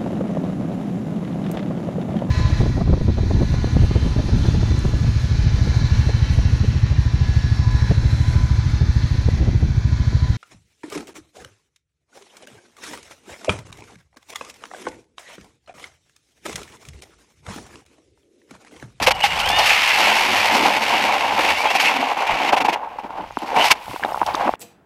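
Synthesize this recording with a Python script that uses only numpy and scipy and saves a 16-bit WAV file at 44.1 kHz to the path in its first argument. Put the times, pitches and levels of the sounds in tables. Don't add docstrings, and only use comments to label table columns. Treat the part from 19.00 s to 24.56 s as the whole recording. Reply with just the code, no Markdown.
import sys
import numpy as np
from scipy import signal
from scipy.fft import rfft, irfft
from scipy.io import wavfile
from scipy.ndimage import uniform_filter1d

SR = 44100
rng = np.random.default_rng(int(sys.argv[2]) if len(sys.argv) > 2 else 0)


def undo_db(level):
    steps = np.asarray(level, float) / 20
    return 10 ** steps


def dump_mix(stems):
    frames = np.atleast_2d(stems).T
    limited = np.clip(frames, -1, 1)
    pcm = np.round(limited * 32767).astype(np.int16)
    wavfile.write(sys.argv[1], SR, pcm)


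N = 245028


def seconds():
    return np.arange(N) / SR


def column(table, k):
    rows = np.array(table, float)
    return np.interp(seconds(), rows[:, 0], rows[:, k])


def colour(x, points):
    hz, db = np.array(points, float).T
    f = np.log(np.maximum(np.fft.rfftfreq(4096, 1 / SR), 5))
    outside = np.maximum(np.log(hz[0]) - f, 0) + np.maximum(f - np.log(hz[-1]), 0)
    gain_db = np.interp(f, np.log(hz), db) - 30 * outside
    cepstrum = irfft(np.maximum(gain_db, -90) * np.log(10) / 20)
    cepstrum[1:2048] *= 2
    cepstrum[2049:] = 0
    y = signal.fftconvolve(x, irfft(np.exp(rfft(cepstrum))))[:N]
    return y / np.sqrt(np.mean(y ** 2))


def walk(rate_hz):
    k = max(int(SR / rate_hz), 20)
    held = rng.standard_normal(N // 20 + 1)[np.arange(N) // k]
    return 1.28 * uniform_filter1d(uniform_filter1d(held, k), k)


def bumps(rows, size):
    return sum(size(db) * np.exp(-((seconds() - s) / half) ** 2) for s, db, half in rows)


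def bursts(rows):
    out, t = np.zeros(N + SR), np.arange(SR // 2) / SR
    for s, db, length in rows:
        u = t / length
        i = max(int((s - .003) * SR), 0)
        swell = np.clip(u / 0.22, 0, 1) ** 2
        out[i:i + len(t)] += undo_db(db - 6.0) ** 2 * swell * np.exp(-(u / 0.86) ** 4.55 * 2)
    return out[:N]


def chips(rate_hz, spread_db, dust):
    when, size = rng.random(N), rng.exponential(size=N)
    sign, bed = rng.standard_normal(N), rng.standard_normal(N)
    x = (when < rate_hz / SR) * sign * undo_db(np.minimum(spread_db * size, 9))
    return x / x.std() + dust * bed


def rings(events, rise, twin, snap):
    out, t = np.zeros(N + SR), np.arange(SR // 10) / SR
    chance = rng.random((len(events), 3))
    for (s, db, hz, t60), (a, b, c) in zip(events, chance):
        ring = np.sin(2 * np.pi * hz * t)
        ring += twin * np.sin(2 * np.pi * (hz * (1.19 + .5 * a) * t + b))
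        ring *= np.exp(-np.log(1000) * t / max(t60, .003))
        ring += snap * np.sin(2 * np.pi * hz * (0.87 + c) * t) * np.exp(-t * hz * 2.7)
        i = int(s * SR)
        out[i:i + len(t)] += undo_db(db) * ring * (1 - np.exp(-t / rise))
    return out[:N]


def fade(table, fade_s):
    t = seconds()
    return np.clip(np.minimum(t - table[0][0], table[-1][0] - t) / fade_s, 0, 1)


def tone(table, multiples, rough, width_hz):
    turn = 2 * np.pi * np.cumsum(column(table, 1) * (1 + 0.004 * walk(70))) / SR
    rough = np.clip(rough, 0, 1)
    out = 0
    for k, m in enumerate(multiples):
        smear = walk(width_hz) + 1j * walk(width_hz)
        shake = np.sqrt(2 * (1 - rough)) + np.sqrt(rough) * smear
        out = out + undo_db(column(table, k + 2)) * np.imag(shake * np.exp(1j * m * turn))
    return fade(table, 0.039) * out


# pitch_hz, density_db
WIND_COLOUR = [(12, -52), (20, -9), (70, -4.5), (125, -9.5), (170, -10.5), (220, -9.5), (370, -120)]
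# start_s, peak_db, half_length_s
GUSTS_ON_MIC = [(.05, -33.5, 0.097), (.42, -35, 0.26), (1.0, -50, 0.073), (2.0, -53, .1),
                (2.98, -52, 0.033), (1.3, -52, 0.55), (2.46, -50, 0.13), (3.33, -34, 0.034),
                (3.64, -48, 0.062), (4.25, -51, 0.1), (4.68, -48, 0.041), (4.9, -41, 0.029),
                (5.3, -42, 0.19), (5.55, -44, 0.029)]


def wind():
    calm_db = -53.5
    level = (undo_db(calm_db) + bumps(GUSTS_ON_MIC, undo_db)) * undo_db(1.1 * walk(4.3))
    return colour(rng.standard_normal(N), WIND_COLOUR) * level


def mic_hiss():
    return undo_db(-64) * rng.standard_normal(N)


# start_s, pitch_hz, level_db
MOTOR_HUM = [
    [(1.2, 93.4, -44), (1.5, 96.7, -43.5), (2.0, 90.6, -54), (2.35, 89, -50), (2.65, 70, -55)],
    [(.95, 212.5, -39), (1.6, 224, -41), (2.15, 208.5, -38)],
    [(2.89, 249, -36), (2.98, 265.3, -24.5), (3.08, 274, -36)],
]


def motor_hum():
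    return sum(tone(h, [1], rough=0.8, width_hz=h[0][1] / 4) for h in MOTOR_HUM)


# pitch_hz, density_db
PATTER_COLOUR = [(3000, 2.5), (6000, -7), (11500, -6), (15500, -10)]


def settling():
    start_s, start_db, rise_s, fall_db_per_s = 4.73, -37, 0.16, 18.5
    age = np.maximum(seconds() - start_s, 0)
    fall = undo_db(start_db - fall_db_per_s * age + 1.6 * walk(9.9))
    return colour(chips(3000, 3.1, 0.36), PATTER_COLOUR) * fall * (1 - np.exp(-(age / rise_s) ** 2))


def cut_bass(x):
    return signal.sosfilt(signal.butter(2, 290, "high", fs=SR, output="sos"), x)


# start_s, peak_db, ring_hz, t60_s
BOOT_CRACKS = [(4.881, -9.5, 820, 0.01), (4.845, -27, 950, .03), (4.866, -22, 850, .02),
               (4.9122, -15, 1040, 0.017), (4.919, -25, 900, .03), (4.934, -10, 1000, 0.007),
               (4.9412, -11.5, 420, 0.013), (4.961, -6.5, 960, 0.013), (5.006, -22, 750, .015),
               (5.014, -28, 800, .012), (5.08, -17, 800, 0.022), (4.996, -17.5, 790, 0.026),
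               (5.029, -13, 1590, 0.015), (5.036, -0.5, 1660, 0.0087), (5.06, -9, 775, 0.016),
               (5.048, 4, 815, 0.011), (5.088, -10, 855, 0.024), (5.107, -11, 795, .014),
               (5.121, -4.5, 755, 0.014), (5.204, -12, 900, 0.018), (5.335, -25, 950, .01),
               (5.378, -7, 705, 0.015), (5.393, -18, 750, 0.01), (5.41, -5, 800, .014),
               (5.423, -17, 800, 0.013), (5.456, -8, 746, 0.011), (5.479, 3, 786, .012),
               (5.1448, -3, 960, 0.015), (5.16, -8, 780, 0.012), (5.175, -6, 850, 0.018),
               (5.2153, 4, 927, 0.022), (5.22, 1, 810, 0.011), (5.23, -2.5, 940, 0.018),
               (5.287, -21, 840, 0.019), (5.347, 5, 1130, 0.0075), (5.361, -18, 686, 0.019),
               (5.434, -1, 700, 0.0073), (5.472, -7, 775, 0.0072), (5.477, -10, 940, 0.031),
               (5.492, 6, 740, 0.013), (5.538, 5, 800, 0.003)]


def boots():
    return cut_bass(rings(BOOT_CRACKS, rise=0.00039, twin=0.25, snap=0.37))


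def crumbs(db, hz, t60):
    first_s, last_s, count, spread_db = 4.84, 5.5, 30, 2.5
    when, size, pitch = rng.random((count, 3)).T
    s = first_s + (last_s - first_s) * when
    level_db = db - spread_db * np.log(size + 0.055)
    events = list(zip(s, level_db, hz * 2 ** (1.2 * (pitch - .5)), t60 + 0 * s))
    return rings(events, rise=0.0001, twin=0.76, snap=0)


# start_s, peak_db, ring_hz, t60_s
CHUCK_PINGS = [
    (4.387, -34, 7300, .02),
    (4.387, -31, 10900, 0.018),
    (4.322, -38, 6500, .015),
    (4.419, -38, 11800, .012),
    (4.548, -31.5, 8800, .015),
    (5.132, -26, 5270, .01),
    (5.3525, -19, 6200, 0.013),
]


def chuck():
    return rings(CHUCK_PINGS, rise=0.00037, twin=0.26, snap=0)


# start_s, peak_db, ring_hz
STEEL_TICKS = [(.4014, -2.5, 3000), (0.492, -5, 3350), (.5044, -22, 2940), (0.568, -11, 3020),
               (4.388, -22, 3100), (4.566, -24, 2740), (5.0373, -14, 2920), (5.0503, -15, 3730),
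               (5.0943, -24, 2870), (5.2647, -16, 3280), (5.3194, -28, 3250), (5.3383, -23, 3800),
               (5.3424, -16, 4650), (5.3522, -10.5, 3710), (5.416, -26, 3260)]


def steel_ticks():
    t60_s = 0.0078
    return cut_bass(rings([(*k, t60_s) for k in STEEL_TICKS], rise=0.00012, twin=0.23, snap=0.79))


# start_s, mesh_hz, level_db
GEAR_SPEED = [
    (0.3, 872, -45),
    (0.371, 1110, -33),
    (.42, 1357, -31),
    (0.461, 1537, -29),
    (.5, 1690, -28),
    (0.539, 1783, -27),
    (.59, 1825, -27),
    (.63, 1800, -31),
    (.69, 1740, -38),
]
# multiple, level_db
MESH_ORDERS = [
    (1, 1),
    (1.6, -3),
    (2, 1),
    (2.9, -1),
]


def gears():
    case_hz, case_width_hz, case_db = 2920, 300, 8

    def housing_db(hz):
        peak = case_db / (1 + (2 * (hz - case_hz) / case_width_hz) ** 2)
        return peak - np.maximum(hz - 3700, 0) / 25

    s, hz, db = np.array(GEAR_SPEED).T
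    t = np.linspace(s[0], s[-1], num=80)
    hz, db = np.interp(t, s, hz), np.interp(t, s, db)
    levels = [db + own_db + housing_db(m * hz) for m, own_db in MESH_ORDERS]
    return tone(np.array([t, hz, *levels]).T, [m for m, _ in MESH_ORDERS], rough=0.12, width_hz=70)


# start_s, pitch_hz, level_db
MOTOR_WHISTLE = [
    (.13, 2920, -18),
    (.19, 2820, -40),
    (.224, 2920, -19.5),
    (.27, 2830, -27),
    (.33, 2860, -28),
    (.38, 3150, -24),
]
# start_s, pitch_hz, level_db
MOTOR_DRONE = [
    [(.95, 343.4, -32.5), (1.15, 365, -39), (1.3, 379.5, -29.5), (1.4, 364, -37)],
    [(1.5, 405, -42), (1.6, 416, -29), (1.68, 417, -38)],
    [(1.55, 284, -36), (1.75, 300, -53), (1.93, 280, -32.5), (2.1, 287, -51), (2.4, 260.6, -40),
     (2.46, 260, -44)],
    [(1.85, 91, -44), (2.05, 92, -45), (2.15, 75.5, -55), (2.35, 93.8, -50), (2.45, 70, -41),
     (2.62, 77.5, -46)],
]
# start_s, pitch_hz, level_db
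MOTOR_STREAKS = [
    [(.62, 2850, -27), (.67, 2800, -24), (.72, 2650, -23), (.76, 2400, -24), (.81, 2400, -23),
     (.86, 2650, -27), (.96, 2700, -25), (1.0, 2750, -32)],
    [(.8, 2050, -31), (.87, 1750, -28), (.93, 1650, -24), (1.0, 1600, -33)],
    [(2.54, 2150, -29), (2.6, 2270, -25), (2.66, 2430, -25), (2.71, 2750, -23), (2.75, 2780, -28)],
    [(2.64, 3080, -34), (2.69, 3280, -29), (2.73, 3450, -32)],
    [(2.44, 2450, -31), (2.5, 2570, -24), (2.56, 2740, -26), (2.61, 2980, -31)],
    [(2.77, 2250, -28), (2.82, 2380, -22), (2.86, 2500, -26)],
    [(.54, 4300, -29), (.59, 4280, -29), (.66, 4130, -27)],
    [(4.53, 7950, -51), (4.57, 8050, -48), (4.63, 8400, -49)],
]


def motor():
    out = tone(MOTOR_WHISTLE, [1], rough=0.9, width_hz=260)
    out += sum(tone(s, [1], rough=.65, width_hz=150) for s in MOTOR_STREAKS)
    return out + sum(tone(d, [1], rough=.7, width_hz=35) for d in MOTOR_DRONE)


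# start_s, offset_hz, upper_db, lower_db
SIDE_LINES = [
    (.14, 260, -57, -57),
    (.22, 350, -54, -60),
    (.3, 300, -52, -52),
    (.4, 467, -47, -56),
    (.46, 614, -44, -55),
    (0.572, 734, -50, -60),
]


def switching():
    switch_hz = 7945
    turn = 2 * np.pi * np.cumsum(column(SIDE_LINES, 1)) / SR
    out = 0
    for k, way in ((2, 1), (3, -1)):
        level = undo_db(column(SIDE_LINES, k) + 2.5 * walk(40))
        out = out + level * np.sin(2 * np.pi * switch_hz * seconds() + way * turn)
    return np.sqrt(2) * fade(SIDE_LINES, 0.017) * out


# start_s, peak_db, ring_hz, t60_s
TIP_CRACKS = [(0.075, -3, 521.5, 0.082), (0.11, 3, 940, 0.0057), (0.24, -2, 814, 0.088),
              (0.594, -7, 665, 0.031), (.023, -11, 900, .015), (2.656, -3.5, 830, 0.039),
              (2.708, -11, 804, 0.034), (2.752, -3.5, 774, 0.046), (2.8, -16, 860, .03),
              (3.731, -21, 840, 0.0095), (3.529, -20, 840, .02), (3.568, -6, 850, 0.022),
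              (3.649, -5, 855, 0.024), (3.829, -19.5, 927, 0.13), (3.872, -20, 894, 0.11),
              (3.959, -23, 540, 0.025), (3.986, -14.5, 870, 0.025), (4.045, -22, 910, 0.0087),
              (4.106, -13.5, 886, 0.023), (4.241, -12, 825, 0.0089), (4.308, -11, 890, 0.0079),
              (4.371, 1, 955, 0.0077), (4.373, -8, 262, 0.021), (4.53, -12.5, 522, 0.067),
              (4.57, -5, 960, 0.0055), (4.704, -4.5, 1030, 0.057)]
# start_s, peak_db
CATCHES = [(1.025, -11), (1.097, -10), (1.262, -3), (1.356, -2), (1.4, -2.5), (1.435, -20), (1.496, -11),
           (1.55, 1), (1.655, 0.5), (1.765, -1.5), (1.825, -26), (1.948, -6), (2.029, -8), (2.086, -2),
           (2.134, -4.5), (2.202, -15), (2.248, -14), (2.289, -19), (2.343, -9), (2.39, 0), (2.445, -2),
           (2.509, -5)]
# start_s, peak_db
DEEP_CATCHES = [
    (2.961, -1),
    (3.007, -3),
    (3.085, -22),
    (3.174, -12),
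    (3.214, -22),
    (3.268, -5),
    (3.31, -3),
    (3.419, -27),
    (3.49, -1),
]


def ice_cracks():
    catches = CATCHES + DEEP_CATCHES
    pitch = rng.random(len(catches))
    flakes = [(s, db - 12.5, 900 * 2 ** (p - .5), 0.01) for (s, db), p in zip(catches, pitch)]
    return cut_bass(rings(TIP_CRACKS + flakes, rise=0.00024, twin=0.12, snap=0.13))


# start_s, load_db, edge_db
MAIN_CUT = [(0, -23, -3.5), (.12, -26.5, -12.5), (.28, -26.5, 1), (.55, -20.5, -1), (.69, -23, 8),
            (.9, -22, 6.5), (1.04, -18.5, 3), (1.76, -16.5, -2), (1.96, -18.5, 0), (2.3, -19.5, -4),
            (2.48, -16.5, -1), (2.62, -22, -3), (2.87, -18.5, 1), (2.98, -19, -5.5), (3.33, -16.5, -6),
            (3.49, -17, -2.5), (3.55, -19.5, -32), (3.74, -24.5, -6)]
# start_s, load_db, edge_db
AUGER_LIFT = [
    (3.8, -28, -18),
    (3.97, -35.5, -10.5),
    (4.08, -39.5, -14),
    (4.12, -32, -12),
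    (4.21, -29.5, -13),
    (4.35, -43, -2.5),
]
# start_s, load_db, edge_db
CLEARING_SPIN = [
    (4.4, -38, -3),
    (4.43, -30.5, -10),
    (4.47, -26.5, -8.5),
    (4.555, -16.5, -12.5),
    (4.574, -11.5, -11),
    (4.662, -17, 3.5),
    (4.691, -24.5, -2),
    (4.72, -12, 3),
    (4.744, -29, -8),
]
# start_s, load_db, edge_db
BOOT_SHUFFLE = [
    (4.84, -40, -2),
    (4.95, -38.5, 2),
    (4.994, -47.5, 5),
    (5.03, -26.5, -14),
    (5.21, -36, -5),
    (5.27, -38.5, -6),
    (5.37, -24, -11.5),
    (5.478, -16.5, -14.5),
    (5.51, -34, -6.5),
]
# start_s, drop_db, half_length_s
GRIP_SLIPS = [
    (.645, 1, 0.011),
    (1.8, 5, 0.02),
    (2.73, 3, 0.0051),
    (2.785, 3, 0.014),
    (3.155, 8, 0.018),
    (3.26, 4, 0.025),
    (3.38, 3.5, 0.032),
]
# start_s, crunch_peak_db, edge_db, length_s
SINGLE_BITES = [(0.019, -18, 8, 0.037), (0.0655, -5.5, 2, 0.037), (0.109, -7, 2.5, 0.019),
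                (0.205, -24, 9, 0.016), (0.232, -14, 8, 0.051), (0.389, -15.5, -7, 0.073),
                (.561, -19.5, 7.5, 0.019), (0.574, -5.5, -7, 0.066), (0.656, -26, 19.5, 0.041),
                (0.685, -14.5, 10, 0.065), (2.639, -9, -9, 0.044), (2.843, -18, 10, 0.05),
                (3.177, -23, -7, 0.01), (3.833, -26, -15, 0.042), (3.985, -19.5, -13.5, 0.031),
                (4.028, -23, -15, 0.066), (4.103, -32, -4, 0.017), (4.173, -21, -13.5, 0.025),
                (4.416, -20, -11, 0.034), (4.562, -15, -0.5, 0.019), (4.578, -16, -10, 0.014),
                (4.683, -13, 3.5, 0.011), (4.706, -16, 13, 0.017), (4.716, -7.5, 13.5, 0.01),
                (5.261, -12.5, -12.5, 0.069), (5.402, -14, -16, 0.037)]
# start_s, period_s, crunch_peak_db, edge_db, length_s
SKIP_RUNS = [
    (2.702, 0.0475, -12.5, 3, 0.026),
]
# start_s, crunch_peak_db, edge_db, length_s
STOPPING_BITES = [
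    (3.524, -3, -7.5, 0.035),
    (3.564, -6.5, -4, 0.035),
    (3.603, -7.5, -4.5, 0.033),
    (3.646, -10, -2, 0.03),
    (3.683, -5, -8, 0.032),
    (3.726, -7.5, -4, 0.03),
]
# start_s, peak_db, length_s
POWDER_PUFFS = [(.021, -17.5, 0.042), (.148, -31, 0.022), (.193, -40, .006), (.392, -19, 0.026),
                (.458, -19, 0.014), (.4903, -12, 0.0094), (.502, -17, 0.011), (.518, -18, 0.0056),
                (.586, -12.5, 0.019), (2.55, -25.5, 0.12), (2.705, -27, 0.047), (2.75, -19, 0.032),
                (2.797, -16, 0.052), (4.3, -46, 0.2), (4.4, -47, 0.17), (4.45, -38, 0.087),
                (4.625, -32, 0.12), (4.713, -31, .016), (4.387, -42, 0.01), (4.705, -31, 0.021),
                (5.2645, -23.5, 0.011), (5.35, -28, 0.014), (5.4094, -37, 0.026)]
# start_s, peak_db, length_s
SHEET_THUDS = [(.015, -21, 0.03), (1.62, -24, 0.13), (1.85, -30, 0.26), (2.95, -23, 0.087),
               (3.09, -35, 0.079), (4.42, -24.5, 0.038), (4.568, -32, 0.026), (3.6, -41, 0.13),
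               (4.035, -24.5, 0.03), (4.18, -28, 0.076), (4.895, -26, 0.026), (4.93, -33, 0.028),
               (5.015, -23.5, 0.087), (5.212, -18.5, 0.025), (5.345, -16, 0.012), (5.46, -17, 0.048)]


def work():
    stop_s, out_s, seated_s = 3.78, 4.4, 0.97
    t, cut = seconds(), MAIN_CUT + AUGER_LIFT + CLEARING_SPIN + BOOT_SHUFFLE
    load, edge = column(cut, 1) - bumps(GRIP_SLIPS, float), column(cut, 2)
    buried_db = -4 * np.interp(t, [0, stop_s, out_s], [0, 1, 0])
    seated = np.clip((t - seated_s) / 0.097, 0, 1) * np.where(t < out_s, 1, .45)

    runs = [(s + k * gap, db, keen, long) for s, gap, db, keen, long in SKIP_RUNS for k in range(3)]
    nips = [(s, db - 7.5, -4.5, 0.02) for s, db in CATCHES + DEEP_CATCHES]
    s, db, keen, long = np.array(SINGLE_BITES + runs + STOPPING_BITES + nips).T
    crunch, scrape = bursts(zip(s, db, long)), bursts(zip(s, db + keen, long))

    spray_db = load + edge - 9 + buried_db + .35 * np.minimum(edge, 0)
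    spray = scrape * undo_db(-9.5 + buried_db / 2) ** 2 + bursts(POWDER_PUFFS)
    open_db, hole_db = -19.5, -15.5
    thump_db = load + open_db + (hole_db - open_db) * seated
    thump = bursts(SHEET_THUDS) + crunch * (seated * undo_db(-14.5)) ** 2
    return [(load, crunch), (load + edge, scrape), (spray_db, spray), (thump_db, thump)]


# pitch_hz, width_hz, level_db
FLIGHT_RIDGES = [
    (1650, 400, -20),
    (2250, 450, -15),
    (2750, 450, -16),
]


def ridges():
    out = 0
    for hz, width_hz, db in FLIGHT_RIDGES:
        turn = 2 * np.pi * np.cumsum(hz * (1 + .04 * walk(14))) / SR
        smear = walk(width_hz) + 1j * walk(width_hz)
        out = out + undo_db(db + 4 * walk(16)) * np.imag(smear * np.exp(1j * turn))
    return out * (seconds() < 3.78)


# start_s, pitch_hz, level_db
SHAFT_RINGS = [
    [(.64, 2350, -35), (.69, 2360, -32), (.76, 2160, -25), (.82, 2220, -36), (.9, 2180, -23),
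     (.97, 2170, -26)],
    [(2.39, 2000, -20), (2.44, 2117, -29), (2.53, 2240, -41), (2.57, 2180, -35)],
    [(2.83, 2700, -28), (2.87, 2670, -12), (2.92, 2530, -23)],
    [(2.83, 2190, -30), (2.87, 2150, -19), (2.92, 2070, -20)],
    [(4.57, 2780, -15), (4.625, 2910, -14), (4.66, 2960, -32)],
]
# pitch_hz, density_db
CRUNCH_COLOUR = [(240, -25.5), (400, -19), (452, -11), (659, -4), (723, 1), (850, 4), (1100, -4),
                 (1210, -11.5), (1600, -14.5), (2080, -26), (3520, -120)]
SCRAPE_COLOUR = [(760, -8.5), (1300, -2), (1650, -3), (1800, 0), (2230, 5), (2480, 2.5), (2750, 3),
                 (3780, -10), (4360, -19.5), (6000, -18), (7800, -33), (13200, -120)]
SPRAY_COLOUR = [(2650, -22.5), (4500, -3), (5000, -5.5), (5430, -4.5), (7060, -16.5), (9200, -17),
                (9810, -22.5), (10600, -15.5), (14700, -24), (15700, -37)]
THUMP_COLOUR = [(76, -45.5), (130, -16), (259, 1), (295, 2), (329, -1), (480, -14), (620, -5.5),
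                (1060, -120)]


def auger():
    crunch, scrape, spray, thump = work()
    chatter_hz = 70
    turn = 2 * np.pi * np.cumsum(chatter_hz * (1 + 0.0587 * walk(2.3))) / SR
    shared_db = 0.45 * walk(22) + 0.7 * walk(90)
    big, fine, powder = chips(900, 3.2, 1.0), chips(4500, 2.5, 0.81), chips(5000, 0.67, 0.32)
    # chips, colour, work, own flicker dB, chatter dB
    layers = [(big, CRUNCH_COLOUR, crunch, 1.6, .8),
              (fine + 0.044 * big, SCRAPE_COLOUR, scrape, .9, 1.6),
              (powder + 3.3 * fine, SPRAY_COLOUR, spray, 1.2, 2.1)]
    out = colour(big, THUMP_COLOUR) * np.sqrt(undo_db(thump[0]) ** 2 + thump[1]) * undo_db(2.5 * walk(18))
    for x, points, (db, bites), own_db, chatter_db in layers:
        steady = undo_db(db + shared_db + chatter_db * np.sin(turn))
        out += colour(x, points) * np.sqrt(steady ** 2 + bites) * undo_db(own_db * walk(45))
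    out += ridges() * np.sqrt(undo_db(scrape[0] + shared_db) ** 2 + scrape[1])
    return out + sum(tone(ring, [1], rough=1.0, width_hz=550) for ring in SHAFT_RINGS) * undo_db(shared_db)


def scene():
    background = wind() + mic_hiss() + motor_hum() + settling()
    crust = boots() + crumbs(-28, 850, 0.009) + crumbs(-40, 5500, 0.003)
    drill = chuck() + steel_ticks() + gears() + motor() + switching()
    return (background + crust + drill + ice_cracks() + auger())[None]


def top_cut(x):
    return signal.sosfilt(signal.butter(12, 15870, fs=SR, output="sos"), x)


def record(dry):
    top_hz = 15850
    steep = signal.ellip(10, .5, 60, top_hz, fs=SR, output="sos")
    mix = signal.sosfilt(steep, np.tanh(dry / 1.364))
    return top_cut(mix)


dry = scene()
out = record(dry)
dump_mix(out)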